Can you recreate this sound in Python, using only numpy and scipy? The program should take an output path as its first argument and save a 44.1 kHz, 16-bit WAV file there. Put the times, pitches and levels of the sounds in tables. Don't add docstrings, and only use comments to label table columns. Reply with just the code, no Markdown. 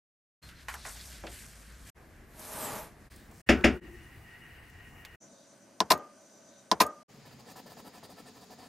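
import sys
import numpy as np
from scipy import signal
from scipy.fft import rfft, irfft, next_fast_len
from scipy.io import wavfile

SR = 44100
rng = np.random.default_rng(int(sys.argv[2]) if len(sys.argv) > 2 else 0)


def store_wav(level_fs):
    pcm = np.round(np.clip(np.atleast_2d(level_fs), -1, 1) * 32767)
    wavfile.write(sys.argv[1], SR, pcm.T.astype(np.int16))


N = 382995
FFT_SIZE = next_fast_len(N)
TIME_S = np.arange(N) / SR
FREQ_HZ = np.maximum(np.fft.rfftfreq(FFT_SIZE, 1 / SR), 1)

# start in seconds, body level in dB, crack level in dB.
THIN_HITS = [(3.489, -40.5, -14), (3.4915, -3, -7.5), (3.639, -40.5, -19), (3.6425, -3.5, -5.5)]
WIDE_HITS = [(5.8035, -7.5, -9), (5.9045, -26.5, -15), (5.9062, -3, -19), (5.9187, -8, -9.5),
             (6.7145, -5.5, -10.5), (6.8025, -21, -14), (6.8045, -3, -13), (6.818, -13, -19.5)]
# frequency in Hz, relative level in dB, T60 in seconds.
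THIN_BODY_MODES = [(63, -5, .3), (112.7, -13.5, 0.2), (170, -14.5, 0.17), (231.2, 4.5, 0.12),
                   (253, -2, 0.23), (328.4, -0.5, 0.17), (342, -17.5, 0.91), (384.4, -5, .2),
                   (411, -10.5, 0.23), (552.6, -1, 0.093), (598, -1, 0.11), (682, -9, 0.16), (738, -9, 0.2),
                   (788, -17, 0.12), (1635, -16, .1), (1800, -17.5, .1), (2422, -12, .09),
                   (2563, -10.5, .09), (5560, -19.5, .06)]
WIDE_BODY_MODES = [(194, -11.5, 0.093), (319.4, -16.5, 0.083), (430, -14, 0.068), (650.4, -1.5, 0.035),
                   (794, -9, 0.034), (974, 2, 0.032), (1008, 7, 0.045), (1114, -8.5, 0.05)]
TUBE_MODES = [(600, -8, 0.43), (1208, -1.5, 0.43), (1237, -1.5, 0.35), (1570, -3, .2), (1890, -13, 0.23),
              (6600, -6.5, 0.15)]
# frequency in Hz, relative level in dB.
THIN_RING_DB = [(50, -28), (200, -11.5), (600, -14), (950, -28.5), (1300, -12.5), (2300, -9), (3300, -18.5),
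                (4000, -49), (5500, -12), (7000, -34.5), (10000, -34.5), (16000, -53.5)]
WIDE_RING_DB = [(50, -48.5), (200, -26), (800, -20), (1100, -21), (1700, -23), (2500, -33), (4000, -25.5),
                (5300, -23), (7000, -33.5), (11000, -38.5), (16000, -64.5)]
# frequency in Hz, T60 in seconds.
THIN_RING_T60_S = [(60, 0.087), (200, 0.54), (500, 0.31), (2000, 0.2), (10000, 0.13)]
WIDE_RING_T60_S = [(150, 0.08), (600, .08), (1500, 0.064), (3000, 0.054), (12000, .045)]
# start in seconds, crunch in dB, length in seconds, ring in dB, thud in dB.
WIDE_BITES = [(5.9022, -24.5, 0.018, -30, -21), (6.8006, -24.5, 0.017, -29, -22.5)]
# time in seconds, body level in dB, crisp level in dB.
PAPER_SLIDES = [
    [(.42, -60, -65), (.49, -57, -62), (.54, -68, -76), (.61, -58.5, -67), (.67, -68, -71), (.70, -56, -52),
     (.83, -55.5, -58.5), (.87, -56, -43.5), (.97, -51.5, -53.5), (1.14, -53.5, -52), (1.225, -57, -62),
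     (1.33, -55, -51), (1.79, -66, -64), (1.9, -60, -51.5)],
    [(3.1, -59.5, -61.5), (3.29, -70.5, -74), (3.35, -67, -63), (3.42, -67, -60.5)],
]
# start in seconds, # peak in
# dB, centre in Hz, width in octaves, T60 in seconds, treble in dB re peak.
FLAPS_AND_RATTLES = [(0.432, -57, 1700, 2.5, .12, -8), (.49, -44, 1880, 1.4, 0.16, -6),
                     (.684, -27.5, 1330, 1.2, 0.17, -7.5), (.74, -33, 1070, 1.35, 0.15, -22),
                     (.851, -33, 990, 1.73, 0.22, -20), (.895, -45, 1880, .8, .12, -10),
                     (1.238, -35, 383, 1.7, 0.27, -24), (1.268, -35, 1970, 1.5, 0.082, -18),
                     (3.573, -44, 1450, 0.34, 0.22, -43.5), (3.61, -39.5, 1400, 0.48, 0.19, -41.5),
                     (3.745, -47, 1380, 0.29, .2, -40), (5.05, -37, 1920, 1.7, 0.062, -5.5)]
# start in seconds, peak in dB.
BRIGHT_TICKS = [(0.7415, -31), (2.394, -35), (3.113, -51), (3.1602, -46), (3.3124, -49), (4.6982, -53),
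                (5.9763, -43), (6.865, -33.5)]
# start in seconds, level in dB, frequency in Hz, T60 in seconds.
METAL_PINGS = [(0.424, -50.5, 4200, 0.21), (.555, -57, 4180, 0.15), (.686, -48, 3000, 0.12),
               (3.574, -40.5, 1493, 0.24), (3.58, -41.5, 1330, 0.23), (3.74, -55, 1485, .25)]
# time in seconds, level in dB.
CUT_LEVEL_DB = [(2.29, -76), (2.4, -52.5), (2.65, -39), (2.78, -41.5), (2.87, -51.5), (2.94, -70)]
HISS_LEVEL_DB = [(5.2, -63), (5.45, -62), (5.65, -69), (6.05, -81), (6.3, -64.5), (6.6, -62), (7.03, -78.5)]
# start in seconds, level in dB, rise in seconds, length in seconds.
SAW_STROKES = [(7.247, -56, 0.011, 0.034), (7.306, -58.5, .009, 0.029), (7.383, -56, .013, 0.025),
               (7.446, -51, 0.045, 0.077), (7.556, -50, 0.0054, 0.045), (7.658, -54, 0.0027, 0.023),
               (7.692, -53.5, .0075, 0.042), (7.769, -51, .0037, 0.035), (7.835, -45, 0.056, 0.044),
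               (7.921, -53, 0.024, 0.064), (8.028, -50.5, 0.0045, 0.029), (8.092, -53.5, 0.0028, 0.033),
               (8.158, -50.5, .031, 0.047), (8.255, -53, 0.0071, .037), (8.34, -55, 0.024, 0.042),
               (8.394, -56, .02, .05), (8.499, -53, 0.0073, .038), (8.574, -55, 0.016, 0.095)]
# time in seconds, pitch in Hz, level in dB.
SQUEAK_PATH = [(3.96, 8400, -92), (4.0, 8600, -83), (4.035, 9750, -72), (4.09, 9350, -76),
               (4.135, 11000, -80), (4.165, 10300, -73), (4.195, 9000, -90)]
# start and length in seconds, level in dB, pitch in Hz, rise and T60 in seconds,
# waver in Hz.
HUM_SPANS = [(0.496, 1.25, -51, 59, .25, .5, 5.1), (5.2, 2.03, -66.5, 560.6, .01, .01, 2.48)]
# start and length in seconds, level in dB, centre in Hz, rise and T60 in seconds.
RUMBLE_SPANS = [(3.807, 0.21, -51.5, 60, .01, .3), (7.087, 0.24, -57.5, 127, 0.028, 0.74)]
# multiple of the centre, relative density in dB.
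RUMBLE_SHAPE = [(.3, -33), (.75, -8), (1.0, 9), (1.3, -8), (2.2, -30), (5, -53)]
# frequency in Hz, relative density in dB.
CRUNCH_SPECTRUM = [(880, -48.5), (1500, -6.5), (2800, -3.5), (3000, -20), (3810, -6), (5880, -12.5),
                   (14300, -11.5), (16000, -34)]
PAPER_SPECTRUM = [(300, -47), (600, -2), (1200, -11), (1700, 0.5), (3000, -3.5), (4500, -2.5), (6500, -11),
                  (10000, -32)]
CRISP_SPECTRUM = [(2500, -43), (4500, -3.5), (6000, -1), (8300, 2), (11000, -4), (16000, -7)]
MAT_SPECTRUM = [(59, -41), (100, -10), (252, -4), (377, -14.5), (407, -7.5), (563, -7.5), (829, -7.5),
                (1610, -10.5), (4000, -22.5), (5200, -38), (8800, -120)]
BLADE_SPECTRUM = [(1180, -27), (2000, -13), (4450, -5), (7980, -2.5), (13000, -1), (14000, -4),
                  (14500, -62), (16000, -73)]
LEATHER_SPECTRUM = [(47, -40), (80, -7), (224, -7), (359, -8.5), (743, -5), (1590, -19), (1750, -10.5),
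                    (2080, -24), (3500, -19.5), (4550, -38), (7700, -120)]
EDGE_SPECTRUM = [(1470, -28), (2500, -4), (3460, -11), (3740, -10), (4730, 2.5), (5650, -6.5),
                 (12300, -9.5), (16000, -10.5)]
HISS_SPECTRUM = [(2500, -36), (3700, -7.5), (5200, -13), (6000, 5), (7200, -2), (8000, -9.5), (9300, -14),
                 (11000, -30.5)]
ROOM_SPECTRA = [
    [(12, -71), (20, -16.5), (60, -3), (242, -13.5), (278, -17), (551, -22.5), (832, -27), (1560, -19),
     (2860, -32), (8090, -37), (14000, -37)],
    [(12, -35), (20, -5.5), (65, 1.5), (184, -7), (211, -6), (536, -13.5), (706, -13), (879, -17),
     (1520, -10.5), (3190, -31), (14000, -34)],
    [(12, -30), (20, -13.5), (81, -4), (168, -10.5), (204, -15), (446, -19), (574, -26.5), (738, -22.5),
     (1150, -24.5), (1860, -18.5), (2910, -24.5), (3250, -34.5), (16000, -39)],
    [(12, -86.5), (20, -47), (134, -9), (172, -11.5), (204, -1.5), (513, -14), (558, -4.5), (780, -15),
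     (1570, -19.5), (2750, -26), (6010, -25), (14300, -38), (16000, -44)],
    [(12, -51), (20, -27), (241, -2), (367, -16), (422, -5), (574, -16.5), (718, -13.5), (1530, -22.5),
     (1710, -20), (3070, -24), (4940, -18), (5850, -28.5), (16000, -37.5)],
]
# centre in Hz, width in Hz, lift in dB.
MAT_PEAKS = [(412, 74, 2.5), (622, 66, 10), (840, 59, 7), (945, 46, 9), (1170, 38, 6)]
LEATHER_PEAKS = [(267, 72, 9), (514, 80, 4), (728, 69, 6.7), (997, 84, 9), (1315, 45, 13), (1770, 84, 6.8)]
EDGE_PEAKS = [(3830, 130, 12), (4700, 360, 2), (6840, 300, 1), (8350, 200, 6), (10400, 300, -1),
              (13500, 500, 4)]
HISS_PEAKS = [(3770, 250, 7.5), (4830, 200, 5), (5950, 200, 4.5), (6610, 250, -2.5), (7000, 200, 4)]
ROOM_PEAKS = [
    [(61.5, 9.3, 1)],
    [(1390, 470, -9)],
    [(700, 94, 4), (1530, 56, 1), (1854, 37, 9.5), (1898, 33, 10), (1980, 60, 6.5), (2300, 140, -1.5),
     (2863, 110, 9.5)],
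    [(557, 32, 4), (652, 19, 7.5), (1524, 28, 11), (3700, 350, -6), (4860, 200, 4.5), (6020, 250, 8),
     (7000, 760, 2.5), (8860, 700, 10)],
    [(4510, 600, -1), (6720, 890, 9.5)],
]
# frequency in Hz, left over right in dB.
THIN_PAN_DB = [(60, 1.5), (130, 5.5), (290, 2), (640, 4.0), (1410, -0.5), (3100, 1.0), (6820, 2),
               (15000, 0)]
WIDE_PAN_DB = [(60, 0.5), (130, 1), (290, 2), (640, 2), (1410, -1.5), (3100, -1.5), (6820, 0.5),
               (15000, -1)]
PAPER_PAN_DB = [(60, 2.0), (180, 2.5), (550, -1), (1650, -2), (4970, -0.5), (15000, 0.0)]
CUT_PAN_DB = [(60, 4), (180, 5), (550, -0.5), (1650, -2), (4970, -0.5), (15000, 0.5)]
SAW_PAN_DB = [(60, 0), (180, 0), (550, 4), (1650, -1.5), (4970, -1.5), (15000, 0.5)]
# frequency in Hz, left-right coherence.
ROOM_COHERENCE = [(60, 0.96), (240, 0.93), (950, 0.76), (3770, 0.73), (15000, 0.54)]
# start, end, fade-in and fade-out in seconds, room tone in dB,
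# left over right in dB, room index, bandwidth index.
PASSAGES = [(0.416, 1.905, 0.02, 0.0049, -54.5, 1, 0, 0), (1.945, 3.098, 0.026, 0.03, -53.5, 0.5, 1, 0),
            (3.095, 3.418, 0.022, 0.0066, -54, 0.5, 1, 2), (3.462, 3.813, 0.014, 0.048, -51, -0.1, 2, 2),
            (3.8, 5.161, 0.043, 0.0061, -52.5, 1, 2, 2), (5.201, 7.033, 0.021, 0.0031, -58.5, 0.6, 3, 1),
            (7.08, 8.8, 0.02, 0.0059, -56, 0.5, 4, 2)]
BANDWIDTHS_HZ = [13850, 15500, 15800]


def punch(hits, body_modes, ring_curve, ring_t60_s, modes_db, ring_db,
          crack_hz, crack_t60_s, snap_db, tail_db, rise_s, coherence):
    body = from_db(modes_db) * modes(body_modes, rise_s, waver_db=5)
    for hz in 50 * 2 ** np.arange(0, 8.4, 1 / 3):
        band = burst(hz, at_hz(ring_t60_s, hz), octaves=1 / 3, coherence=coherence)
        body[:, :band.shape[1]] += from_db(ring_db + at_hz(ring_curve, hz)) * np.sqrt(hz / 500) * band
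    wall_tail = from_db(tail_db) * burst(600, .34, octaves=1.6, coherence=.93)
    body[:, :wall_tail.shape[1]] += wall_tail
    out = np.zeros((2, N))
    for start_s, body_db, crack_db in hits:
        crack = burst(crack_hz, crack_t60_s, octaves=.6, coherence=coherence)
        snap = burst(14000, .012, octaves=2.1, coherence=coherence)
        add(out, from_db(body_db) * body, start_s)
        add(out, from_db(crack_db) * crack, start_s)
        add(out, from_db(crack_db + snap_db) * snap, start_s)
    return out


def bites():
    out, envelope = np.zeros((2, N)), 0
    for start_s, crunch_db, length_s, ring_db, thud_db in WIDE_BITES:
        add(out, from_db(thud_db) * burst(420, .3, octaves=1.94, coherence=.92), start_s + .00293)
        add(out, from_db(ring_db) * modes(TUBE_MODES, rise_s=.0036, waver_db=3.5), start_s)
        envelope += from_db(crunch_db) * swell(start_s, .003, length_s, t60_s=.063)
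    return out + envelope * noise(CRUNCH_SPECTRUM, coherence=.79, grain_db=1)


def paper():
    body = noise(PAPER_SPECTRUM, coherence=.97, grain_db=1.5, patchy_db=2.5)
    crisp = noise(CRISP_SPECTRUM, coherence=.84, grain_db=2, patchy_db=1.8)
    out = sum(level(slide, column=1) * body + level(slide, column=2) * crisp for slide in PAPER_SLIDES)
    for start_s, db, hz, octaves, t60_s, treble_db in FLAPS_AND_RATTLES:
        flap = burst(hz, t60_s, octaves, coherence=.94)
        click = burst(1.3 * hz, .014, octaves=2.2, coherence=.94)
        treble = burst(5500, .7 * t60_s, octaves=2.8, coherence=.9)
        add(out, from_db(db) * flap, start_s)
        add(out, from_db(db - 1.5) * click, start_s)
        add(out, from_db(db + treble_db) * treble, start_s)
    return out


def ticks_and_pings():
    out = np.zeros((2, N))
    for start_s, db in BRIGHT_TICKS:
        add(out, from_db(db) * burst(10900, .033, octaves=1.6, coherence=.94), start_s)
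    for start_s, db, hz, t60_s in METAL_PINGS:
        add(out, modes([(hz, db, t60_s)], rise_s=.003, waver_db=2.2), start_s)
    return out


def knife_cut():
    peak_s, peak_hz, sag_hz_per_s = 2.65, 8020, 17000
    rise_db_per_s, fall_db_per_s, dulling_db_per_s = 98, 240, 15.5
    from_peak_s = TIME_S - peak_s
    phase = phase_of(peak_hz - sag_hz_per_s * np.clip(from_peak_s, -.3, .3))
    whistle = sum(drift(550) * np.cos(k * phase) + drift(550) * np.sin(k * phase) for k in (1, 1.5))
    whistle_db = -43 + np.minimum(rise_db_per_s * from_peak_s, -fall_db_per_s * from_peak_s)
    rub = noise(MAT_SPECTRUM, MAT_PEAKS, coherence=.94, grain_db=1)
    blade = noise(BLADE_SPECTRUM, coherence=.87, grain_db=1.5, patchy_db=1.8)
    blade *= from_db(3 - dulling_db_per_s * (TIME_S - CUT_LEVEL_DB[0][0]))
    return level(CUT_LEVEL_DB, column=1) * (rub + blade) + from_db(whistle_db) * whistle


def sawing():
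    release_t60_s, knock_loss_db_per_s = .062, 632
    rub_gain, edge_gain, knocks = 0, 0, np.zeros((2, N))
    for start_s, db, rise_s, length_s in SAW_STROKES:
        knock_db = db + 9 - knock_loss_db_per_s * rise_s
        add(knocks, from_db(knock_db) * burst(580, .045, octaves=1.1, coherence=.99), start_s)
        rub_gain += from_db(db) * swell(start_s, rise_s, length_s, release_t60_s)
        edge_gain += from_db(db - 5) * swell(start_s, rise_s + .0054, length_s, release_t60_s)
    rub = noise(LEATHER_SPECTRUM, LEATHER_PEAKS, coherence=.95, grain_db=1.5)
    edge = noise(EDGE_SPECTRUM, EDGE_PEAKS, coherence=.97, patchy_db=2)
    return knocks + rub_gain * rub + edge_gain * edge


def squeak():
    times_s, pitches_hz, _ = np.transpose(SQUEAK_PATH)
    gain = level(SQUEAK_PATH, column=2) * from_db(4.4 * drift(50))
    pitch_hz = np.interp(TIME_S, times_s, pitches_hz) + 150 * drift(200)
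    return gain * np.sin(phase_of(pitch_hz))


def hums():
    out = 0
    for start_s, length_s, db, hz, rise_s, t60_s, waver_hz in HUM_SPANS:
        gain = swell(start_s, rise_s, length_s, t60_s) * from_db(db + 1.5 * drift(4))
        out += gain * np.sin(phase_of(hz + waver_hz * drift(6)))
    return out


def rumble():
    out = 0
    for start_s, length_s, db, centre_hz, rise_s, t60_s in RUMBLE_SPANS:
        spectrum = [(centre_hz * ratio, density_db) for ratio, density_db in RUMBLE_SHAPE]
        out += from_db(db) * swell(start_s, rise_s, length_s, t60_s) * noise(spectrum, coherence=.94)
    return out


def hiss():
    return level(HISS_LEVEL_DB, column=1) * noise(HISS_SPECTRUM, HISS_PEAKS, patchy_db=2.6)


def room_tones():
    return [noise(spectrum, peaks, patchy_db=1.36) for spectrum, peaks in zip(ROOM_SPECTRA, ROOM_PEAKS)]


def noise(spectrum, peaks=(), coherence=None, grain_db=0, patchy_db=0):
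    db = at_hz(spectrum, FREQ_HZ)
    db += sum(lift_db / (1 + (2 * (FREQ_HZ - hz) / width_hz) ** 2) for hz, width_hz, lift_db in peaks)
    if coherence is None:
        coherence = at_hz(ROOM_COHERENCE, FREQ_HZ)
    grains = rng.standard_normal((2, N)) * from_db(grain_db * drift(250))
    bins = from_db(db) * stereo(*rfft(grains, FFT_SIZE), coherence)
    if not patchy_db:
        return unit_rms(irfft(bins, FFT_SIZE)[:, :N])
    edges_hz = [0, 400, 1300, 3300, 5200, 7800, 10500, SR]
    out = 0
    for low_hz, high_hz in zip(edges_hz, edges_hz[1:]):
        band = irfft(bins * ((FREQ_HZ >= low_hz) & (FREQ_HZ < high_hz)), FFT_SIZE)[:, :N]
        out += from_db(patchy_db * drift(7.7)) * band
    return unit_rms(out)


def burst(centre_hz, t60_s, octaves, coherence):
    t = np.arange(int(min(t60_s, .6) * SR) + 64) / SR
    edges_hz = np.clip(centre_hz * 2 ** (octaves / 2 * np.array([-1, 1])), 20, .45 * SR)
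    mid, side = rng.standard_normal((2, len(t))) * from_db(-60 * t / t60_s)
    bandpass = signal.butter(2, edges_hz, "band", fs=SR, output="sos")
    out = signal.sosfilt(bandpass, stereo(mid, side, coherence))
    return out / np.abs(out).max()


def modes(table, rise_s, waver_db):
    t = np.arange(int(.6 * SR)) / SR
    knots_s = np.linspace(0, .6, 40)
    depth = waver_db * np.minimum(t / .06, 1)
    out = 0
    for hz, db, t60_s in table:
        swing_db, swing_phase = (depth * np.interp(t, knots_s, k) for k in rng.standard_normal((2, 40)))
        out += from_db(db - 60 * t / t60_s + swing_db) * np.sin(2 * np.pi * hz * t + swing_phase / 4)
    return np.tile(out * (1 - np.exp(-t / rise_s)), (2, 1))


def drift(rate_hz):
    pole = np.exp(-2 * np.pi * rate_hz / SR)
    return unit_rms(signal.lfilter([1], [1, -2 * pole, pole * pole], rng.standard_normal(N)))


def swell(start_s, rise_s, length_s, t60_s):
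    release_s = np.maximum(TIME_S - start_s - length_s, 0)
    return np.clip((TIME_S - start_s) / rise_s, 0, 1) * from_db(-60 * release_s / t60_s)


def level(rows, column):
    rows = np.array(rows)
    return from_db(np.interp(TIME_S, rows[:, 0], rows[:, column], left=-200, right=-200))


def at_hz(curve, hz):
    knots_hz, values = np.transpose(curve)
    return np.interp(np.log(hz), np.log(knots_hz), values)


def stereo(mid, side, coherence):
    return np.sqrt(1 + coherence) * mid + np.sqrt(1 - coherence) * side * [[1], [-1]]


def pan(pair, curve):
    gains = from_db(at_hz(curve, FREQ_HZ) / 2 * [[1], [-1]])
    return irfft(rfft(pair, FFT_SIZE) * gains, FFT_SIZE)[:, :N]


def add(out, sound, start_s):
    i = round(start_s * SR)
    out[:, i:i + sound.shape[1]] += sound[:, :N - i]


def phase_of(hz):
    return 2 * np.pi * np.cumsum(hz) / SR


def from_db(db):
    return 10 ** (np.asarray(db) / 20)


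def unit_rms(x):
    return x / np.sqrt(np.mean(x ** 2) + 1e-20)


def scene():
    thin = punch(THIN_HITS, THIN_BODY_MODES, THIN_RING_DB, THIN_RING_T60_S, modes_db=-12.5, ring_db=-11.5,
                 crack_hz=2050, crack_t60_s=.013, snap_db=-35.5, tail_db=-25, rise_s=.0036, coherence=.95)
    wide = punch(WIDE_HITS, WIDE_BODY_MODES, WIDE_RING_DB, WIDE_RING_T60_S, modes_db=-6, ring_db=-2.5,
                 crack_hz=4220, crack_t60_s=.007, snap_db=-15.5, tail_db=-30, rise_s=.0058, coherence=.84)
    bench = pan(thin, THIN_PAN_DB) + pan(wide + bites(), WIDE_PAN_DB)
    bench += squeak() + hums() + rumble()
    bench += pan(paper() + ticks_and_pings(), PAPER_PAN_DB)
    bench += pan(knife_cut(), CUT_PAN_DB) + pan(sawing(), SAW_PAN_DB) + hiss()
    rooms = room_tones()
    out = np.zeros((2, N))
    for start_s, end_s, fade_in_s, fade_out_s, room_db, balance_db, room, bandwidth in PASSAGES:
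        span = slice(round(start_s * SR), round(end_s * SR))
        mix = bench[:, span] + from_db(room_db) * rooms[round(room)][:, span]
        lowpass = signal.ellip(12, .3, 60, BANDWIDTHS_HZ[round(bandwidth)], fs=SR, output="sos")
        fade_in = np.clip((TIME_S[span] - start_s) / fade_in_s, 0, 1)
        fade_out = np.clip((end_s - TIME_S[span]) / fade_out_s, 0, 1)
        balance = from_db([[balance_db / 2], [-balance_db / 2]])
        out[:, span] = signal.sosfilt(lowpass, mix) * (fade_in * fade_out) ** 1.2 * balance
    return out


def record(dry):
    return signal.sosfilt(signal.cheby2(18, 70, 16400, fs=SR, output="sos"), dry)


dry = scene()
out = record(dry)
store_wav(out)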